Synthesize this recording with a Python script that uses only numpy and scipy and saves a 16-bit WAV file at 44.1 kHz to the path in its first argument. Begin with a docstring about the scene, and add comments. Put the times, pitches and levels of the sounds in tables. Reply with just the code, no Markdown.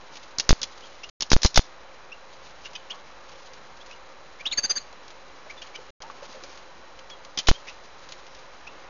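"""Finches bathe in a wire cage by a wall; throughout, a low hush, a thin whine and ticks on the wires. From 0.4
to 1.6 s come volleys of harsh, down-swept chips; the loudest pop, and the sound drops out once. Soft, mostly
rising peeps follow, then one quick twitter at 4.4 s: a rising note, then arched whistles. Near 6 s bubbles ring
in the water dish and the sound drops out again; last chips and a pop at 7.4 s. Coarse sampling mirrors the
treble of the whole scene."""
import sys
import numpy as np
from scipy import signal
from scipy.fft import rfft, irfft
from scipy.io import wavfile

SR = 44100
rng = np.random.default_rng(int(sys.argv[2]) if len(sys.argv) > 2 else 0)


def int16_out(signal):
    """Quantize to a 16-bit WAV file."""
    q = np.round(np.clip(np.atleast_2d(signal).T, -1, 1) * 32767)
    wavfile.write(sys.argv[1], SR, q.astype(np.int16))


N = 392049
DECIMATION = 4

# hush spectrum: freq_hz, relative_db
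HUSH_SPECTRUM = [(24, -33.5), (40, -4), (64, -3), (82, -18.5), (134, -12.5), (264, -11), (325, -8),
                 (433, -6.5), (531, -5.5), (679, -5.5), (906, -3.5), (1160, -4.5), (1860, -9.5),
                 (3890, -16.5), (5400, -17), (7020, -42.5), (11900, -120)]
# bubbles in the dish, and at 2.93 s a soft scuffle with the same ringing sound: start_s, pitch_hz, level_db,
# decay_s
DISH_PLOPS = [(2.926, 1050, -44, 0.046), (5.462, 607, -43, 0.015), (5.785, 495, -45.5, 0.019),
              (6.03, 868, -43, 0.051), (6.099, 1110, -32, 0.0044), (6.15, 376, -50, 0.029),
              (6.222, 542, -39, 0.013), (6.235, 746, -39, 0.008), (6.29, 360, -45.5, 0.014),
              (6.345, 516, -43.5, 0.027), (6.37, 530, -44, 0.019), (6.425, 347, -48, 0.018),
              (6.44, 520, -43, 0.013), (6.485, 340, -47.5, 0.018)]
# cage resonances: centre_hz, width_hz, gain_db
WIRE_MODES = [(2450, 540, -5.5), (3200, 1000, -3), (4230, 1500, -1), (4860, 900, -11.5)]
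# sharpest taps of feet and beaks: start_s, relative_db
WIRE_TICKS = [(0.169, -29), (0.777, -34), (1.091, -31), (2.7322, -33.5), (3.8598, -35), (3.911, -34.5),
              (4.9266, -36.5), (5.08, -34), (5.1038, -32), (6.0205, -26), (6.437, -29), (6.574, -31.5),
              (6.991, -30.5), (7.1006, -33), (7.2485, -32.5), (8.089, -33), (8.1212, -23), (8.2658, -35),
              (8.3474, -32)]
# preening and shuffling: centre_s, half_width_s, relative_db
PREEN_BOUTS = [(0.18, 0.082, -50), (0.85, 0.4, -60.5), (2.552, 0.26, -58), (3.397, 0.15, -57),
               (5.646, 0.2, -57.5), (6.38, 0.25, -52), (7.6, 0.17, -55), (8.15, 0.29, -59)]
# soft peeps, and at 4.393 s the twitter's first, rising note: start_s, length_s, mid_hz, rise_hz, level_db,
# roughness (0-1)
PEEP_NOTES = [(0.817, 0.041, 3140, 650, -49, 0.42), (1.031, 0.021, 2836, 470, -35, 0.43),
              (2.117, 0.019, 2730, 370, -37.5, 0.1), (2.648, 0.024, 2867, 0, -38, 0.55),
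              (2.749, 0.021, 3200, 0, -40.5, 0.8), (2.899, 0.025, 3130, 950, -32, 0.3),
              (3.8, 0.029, 3360, 570, -48, 0.35), (3.899, 0.048, 2760, 400, -48, 0.42),
              (4.393, 0.029, 2300, 280, -41.5, 0.36), (5.496, 0.021, 2285, 480, -38, 0.28),
              (5.572, 0.023, 3520, -100, -46, 0.25), (5.615, 0.018, 3040, 0, -37.5, 0.55),
              (5.74, 0.027, 2340, 260, -42, 0.3), (5.751, 0.017, 3054, 181, -40, 0.41),
              (7.101, 0.046, 3320, -160, -43, 0.16), (7.539, 0.036, 3200, 252, -43.5, 0.25),
              (7.666, 0.045, 2450, 500, -44, 0.65), (8.667, 0.019, 2570, 590, -38.5, 0.27)]
# twitter arches: start_s, length_s, top_hz, time_to_top_s, level_db, octave_db
TWITTER_NOTES = [(4.453, 0.028, 4080, 0.034, -23, -17), (4.511, 0.033, 4490, 0.03, -26.5, -6),
                 (4.573, 0.027, 4690, 0.015, -18.5, -16), (4.631, 0.034, 4775, 0.016, -22, -15.5),
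                 (4.695, 0.029, 4860, 0.0113, -19.5, -21), (4.754, 0.035, 4730, 0.015, -25, -15.5)]
# harsh chips: start_s, pulse_count, spacing_s, first_db, later_db, decay_s, foot_hz
CHIP_VOLLEYS = [(0.3862, 2, 0.0131, -21.5, -17.5, 0.0033, 3690),
                (0.4931, 2, 0.014, -12.5, -18, 0.0045, 3532), (0.618, 2, 0.014, -27.5, -23.5, 0.0062, 3310),
                (1.2085, 2, 0.0145, -23, -21.5, 0.004, 2900), (1.304, 3, 0.0138, -24.5, -14, 0.0039, 3790),
                (1.4197, 4, 0.014, -27, -17, 0.0043, 4014), (1.5452, 3, 0.0149, -29, -15, 0.0059, 3485),
                (7.376, 2, 0.013, -23.5, -23.5, 0.0074, 3066), (7.4728, 2, 0.013, -21.5, -17, 0.0087, 2987)]
# signal pops: start_s, end_s, kick_amplitude, offset_amplitude
SIGNAL_POPS = [(.4937, .5076, .7, -.18), (.5076, .5296, -.2, .41), (1.3178, 1.3194, .6, -.27),
               (1.3328, 1.3652, -.3, .41), (1.4497, 1.4568, .2, -.41), (1.5759, 1.5767, .8, -.25),
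               (1.5773, 1.5943, 1, -.41), (7.4869, 7.4897, -.65, .17), (7.4897, 7.5143, -.65, .40)]
# dropouts: start_s, end_s
SIGNAL_GAPS = [(1.099, 1.201), (5.905, 6.004)]


def undb(db):
    """Decibels to gain."""
    return 10 ** (np.asarray(db) / 20)


def unit(x):
    """Scale to rms 1."""
    return x / np.sqrt(np.mean(x ** 2))


def add(out, start_s, x):
    """Mix x into out at start_s."""
    i = max(int(start_s * SR), 0)
    out[i:i + len(x)] += x[:max(len(out) - i, 0)]


def band(x, hz, width_hz):
    """One resonance, gain 1 at its centre."""
    return signal.lfilter(*signal.iirpeak(hz, hz / width_hz, fs=SR), x)


def noise(spectrum):
    """Noise of rms 1 shaped by (freq_hz, relative_db) points, cut at 5.5 kHz."""
    hz, db = np.transpose(spectrum)
    bin_hz = np.arange(N // 2 + 1) * SR / N
    gain = undb(np.interp(np.log(bin_hz + 1), np.log(hz), db)) * (bin_hz < SR / DECIMATION / 2)
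    return unit(irfft(rfft(rng.standard_normal(N)) * gain, N))


def walk(rate_hz):
    """Smooth random curve, spread near 1."""
    knots = rng.standard_normal(int(N * rate_hz / SR) + 2)
    return np.interp(np.arange(N) * rate_hz / SR, np.arange(len(knots)), knots)


def background(hush_db=-48.5, hollow_hz=535, hollow_width_hz=55, hollow_db=-59,
               hum_hz=144.4, hum_db=-74, whine_hz=3996, whine_db=-64.5):
    """Slowly swelling hush with one hollow resonance, faint hum and thin electrical whine."""
    swell_db = 0.46 * walk(0.81) + .5 * walk(6.4)
    hollow = band(band(rng.standard_normal(N), hollow_hz, hollow_width_hz), hollow_hz, hollow_width_hz)
    tones = sum(undb(db) * np.sqrt(2) * np.sin(2 * np.pi * np.cumsum(hz + 2 * walk(20)) / SR)
                for hz, db in [(hum_hz, hum_db), (whine_hz, whine_db)])
    hush = undb(hush_db) * noise(HUSH_SPECTRUM) + undb(hollow_db) * unit(hollow)
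    return undb(swell_db) * hush + tones


def room(x, early_db=-15, early_s=.01, slap_s=.043, slap_db=-29, tail_db=-22.5, t60_s=0.32):
    """Quick reflections off cage and feeders, a slap off a far wall, a faint tail."""
    t = np.arange(int(.5 * SR)) / SR
    early, tail = rng.standard_normal((2, len(t))) * (t > .003)
    early *= np.exp(-t / early_s)
    tail *= undb(-60 * t / t60_s)
    response = undb(early_db) * early / np.linalg.norm(early) + undb(tail_db) * tail / np.linalg.norm(tail)
    add(response, slap_s, undb([slap_db]))
    return signal.fftconvolve(x, response)[:N]


def dish(glide_per_s=0.875, slosh=0.89, attack_s=0.0014):
    """Air pockets ring in stirred water, rising slightly in pitch; a soft scuffle at 2.93 s rings the same way."""
    out = np.zeros(N)
    t = np.arange(int(.12 * SR)) / SR
    for start_s, hz, db, decay_s in DISH_PLOPS:
        bubble = np.sin(2 * np.pi * hz * t * (1 + glide_per_s * t))
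        wash = unit(band(rng.standard_normal(len(t)), hz, hz / 3))
        envelope = (1 - np.exp(-t / attack_s)) * np.exp(-t / decay_s)
        add(out, start_s, undb(db) * envelope * (bubble + slosh * wash))
    return out


def activity(idle_db=-62):
    """Rustle envelope: an idle floor plus one swell per preening bout."""
    t = np.arange(N) / SR
    return undb(idle_db) + sum(undb(db) * np.exp(-((t - centre_s) / half_s) ** 2)
                               for centre_s, half_s, db in PREEN_BOUTS)


def cage(scrape_s=0.0058, scrape_gain_db=-9, rustle_gain_db=-3, patchy_db=4,
         taps_per_s=4, tap_gain_db=16, tap_scatter_db=1.5):
    """Short scrapes and patchy feather rustle, coloured by the wires; busy birds tap harder."""
    taps = np.zeros(N)
    t = np.arange(int(.05 * SR)) / SR
    busy = activity()
    rustle = busy * undb(rustle_gain_db + patchy_db * walk(70))
    grit = rng.standard_normal(N)
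    wires = unit(sum(undb(db) * band(grit, hz, width_hz) for hz, width_hz, db in WIRE_MODES))
    scrape = undb(scrape_gain_db) * (1 - np.exp(-t / 0.00021)) * np.exp(-t / scrape_s)
    for start_s, db in WIRE_TICKS:
        add(taps, start_s, undb(db) * scrape)
    for when, force in rng.random((int(taps_per_s * N / SR), 2)):
        gain = busy[int(when * N)] * undb(tap_gain_db + tap_scatter_db * (2 * force - 1))
        add(taps, when * N / SR, gain * scrape)
    return (taps + rustle) * wires


def peeps(bow=0.16, octave_db=-16, rough_octave_db=10, low_ratio=0.79, low_gain_db=-1.5):
    """Notes on a bowed glide; roughness brings up the octave and a second, lower voice."""
    for start_s, length_s, mid_hz, rise_hz, db, rough in PEEP_NOTES:
        u = np.linspace(-1, 1, int(length_s * SR))
        hz = mid_hz + rise_hz * (u / 2 - bow * u ** 2)
        yield start_s, hz, db, rough, octave_db + rough_octave_db * rough
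        low_db = db + low_gain_db + 20 * np.log10(rough ** 2 + 1e-6)
        yield start_s, low_ratio * hz, low_db, rough / 2, octave_db


def twitter(arch_s=0.01, drop_hz=180, skew=0.06, rough=0.17):
    """Quick notes on one arch shape, the fall steeper than the climb."""
    for start_s, length_s, top_hz, to_top_s, db, octave_db in TWITTER_NOTES:
        u = (np.arange(int(length_s * SR)) / SR - to_top_s) / arch_s
        yield start_s, top_hz - drop_hz * u ** 2 * (1 + skew * u), db, rough, octave_db


def whistles(notes, coder_noise_db=-16, rasp=1.34, waver=0.208, shake=2.4):
    """Each note is a tone and its octave; the recorder's coder noise rises and falls with it."""
    out = np.zeros(N)
    coder_noise = noise([(100, -0.59), (1500, 1), (3000, -2.0), (5400, -6.7)])
    hoarse = noise([(100, -28.5), (1500, -10.5), (2400, -4.5), (3400, -2), (4200, -7.0), (5400, -3)])
    wobble, tremble = walk(730), walk(400)  # rough notes waver in pitch and level
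    for start_s, hz, db, rough, octave_db in notes:
        span = slice(int(start_s * SR), int(start_s * SR) + len(hz))
        phase = 2 * np.pi * np.cumsum(hz * (1 + waver * rough ** 2 * wobble[span])) / SR
        tone = np.sqrt(2) * (np.sin(phase) + undb(octave_db) * np.sin(2 * phase))
        flutter = 1 + shake * rough ** 2 * tremble[span]
        voice = tone * flutter + rasp * rough ** 1.23 * hoarse[span]
        envelope = np.abs(np.sin(np.linspace(0, np.pi, len(hz)))) ** 0.85
        add(out, start_s, undb(db) * envelope * (voice + undb(coder_noise_db) * coder_noise[span]))
    return out


def chip_pulses(first_decay_ratio=0.9, rebound_s=0.0062, rebound_db=-8, first_rebound_db=-14):
    """Evenly spaced pulses of each chip, each trailed by a weaker twin."""
    for start_s, count, spacing_s, first_db, later_db, decay_s, foot_hz in CHIP_VOLLEYS:
        for k in range(count):
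            at_s = start_s + k * spacing_s
            db, fade_s = (later_db, decay_s) if k else (first_db, first_decay_ratio * decay_s)
            yield at_s, db, fade_s, foot_hz
            yield at_s + rebound_s, db + (rebound_db if k else first_rebound_db), fade_s, foot_hz


def chips(onset_hz=5500, sweep_s=0.001998, rise_s=0.0015, lead_s=.005,
          rasp=0.9, ring_ratio=0.78, attack_db=-15, spray_db=-15):
    """Each pulse is a whistle that plunges within milliseconds and frays into high rasp."""
    out = np.zeros(N)
    t = np.arange(int(0.045 * SR)) / SR - lead_s
    after_s = np.maximum(t, 0)
    swell = np.exp(-(np.minimum(t, 0) / rise_s) ** 2)
    broadband = noise([(100, 0.5), (5400, -3.5)])
    for start_s, db, decay_s, foot_hz in chip_pulses():
        hz = onset_hz - (onset_hz - foot_hz) * np.tanh(t / sweep_s)
        whistle = np.sqrt(2) * np.sin(2 * np.pi * np.cumsum(hz) / SR)
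        whistle *= np.exp(-after_s / (ring_ratio * decay_s))
        grit = broadband[int(start_s * SR):][:len(t)]
        highpass = signal.butter(5, .9 * foot_hz, "high", fs=SR, output="sos")
        fray = rasp * unit(signal.sosfilt(highpass, grit)) + undb(spray_db) * grit
        fray *= np.exp(-after_s / decay_s)
        attack = undb(attack_db) * grit * np.exp(-(t / 0.0015) ** 2)
        add(out, start_s - lead_s, undb(db) * (swell * (whistle + fray) + attack))
    return out


def scene(echo_send_db=2):
    """Birds, cage and dish in the room, over the background; whistles near 2.9 kHz echo more."""
    calls = whistles([*peeps(), *twitter()])
    direct = chips() + calls + cage() + dish()
    echo = room(direct + undb(echo_send_db) * band(calls, 2900, 1000))
    return (direct + echo + background())[None]


def pops(kick_s=.00012, overshoot=.25):
    """A spike one way, then a flat offset the other way that ends in a click."""
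    out = np.zeros(N)
    t = np.arange(N) / SR
    for start_s, end_s, kick, offset in SIGNAL_POPS:
        u = (t - start_s) / kick_s
        spike = np.exp(-(u + 1) ** 2) - overshoot * np.exp(-(u - 1) ** 2)
        out += kick * spike + offset * ((t >= start_s) & (t < end_s))
    return out


def record(dry, bias=0.0043, band_hz=6950, droop=0.59, ceiling=.72, top_hz=15800):
    """The signal pops, drops out and clips; coarse sampling mirrors the treble about 5.5 kHz."""
    t = np.arange(N) / SR
    x = np.clip(dry + bias + pops(), -1, 1)
    x *= 1 - sum((t >= start_s) & (t < end_s) for start_s, end_s in SIGNAL_GAPS)
    x *= DECIMATION * (np.arange(N) % DECIMATION == 0)
    lowpass = signal.firwin(401, band_hz, window="blackman", fs=SR)
    x = signal.fftconvolve(x, lowpass[None], "same")
    x = signal.convolve(x, [[droop, 1 - 2 * droop, droop]], "same")  # treble roll-off
    x = np.clip(x, -ceiling, ceiling)
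    return signal.sosfilt(signal.ellip(8, .2, 70, top_hz, fs=SR, output="sos"), x)


dry = scene()
out = record(dry)
int16_out(out)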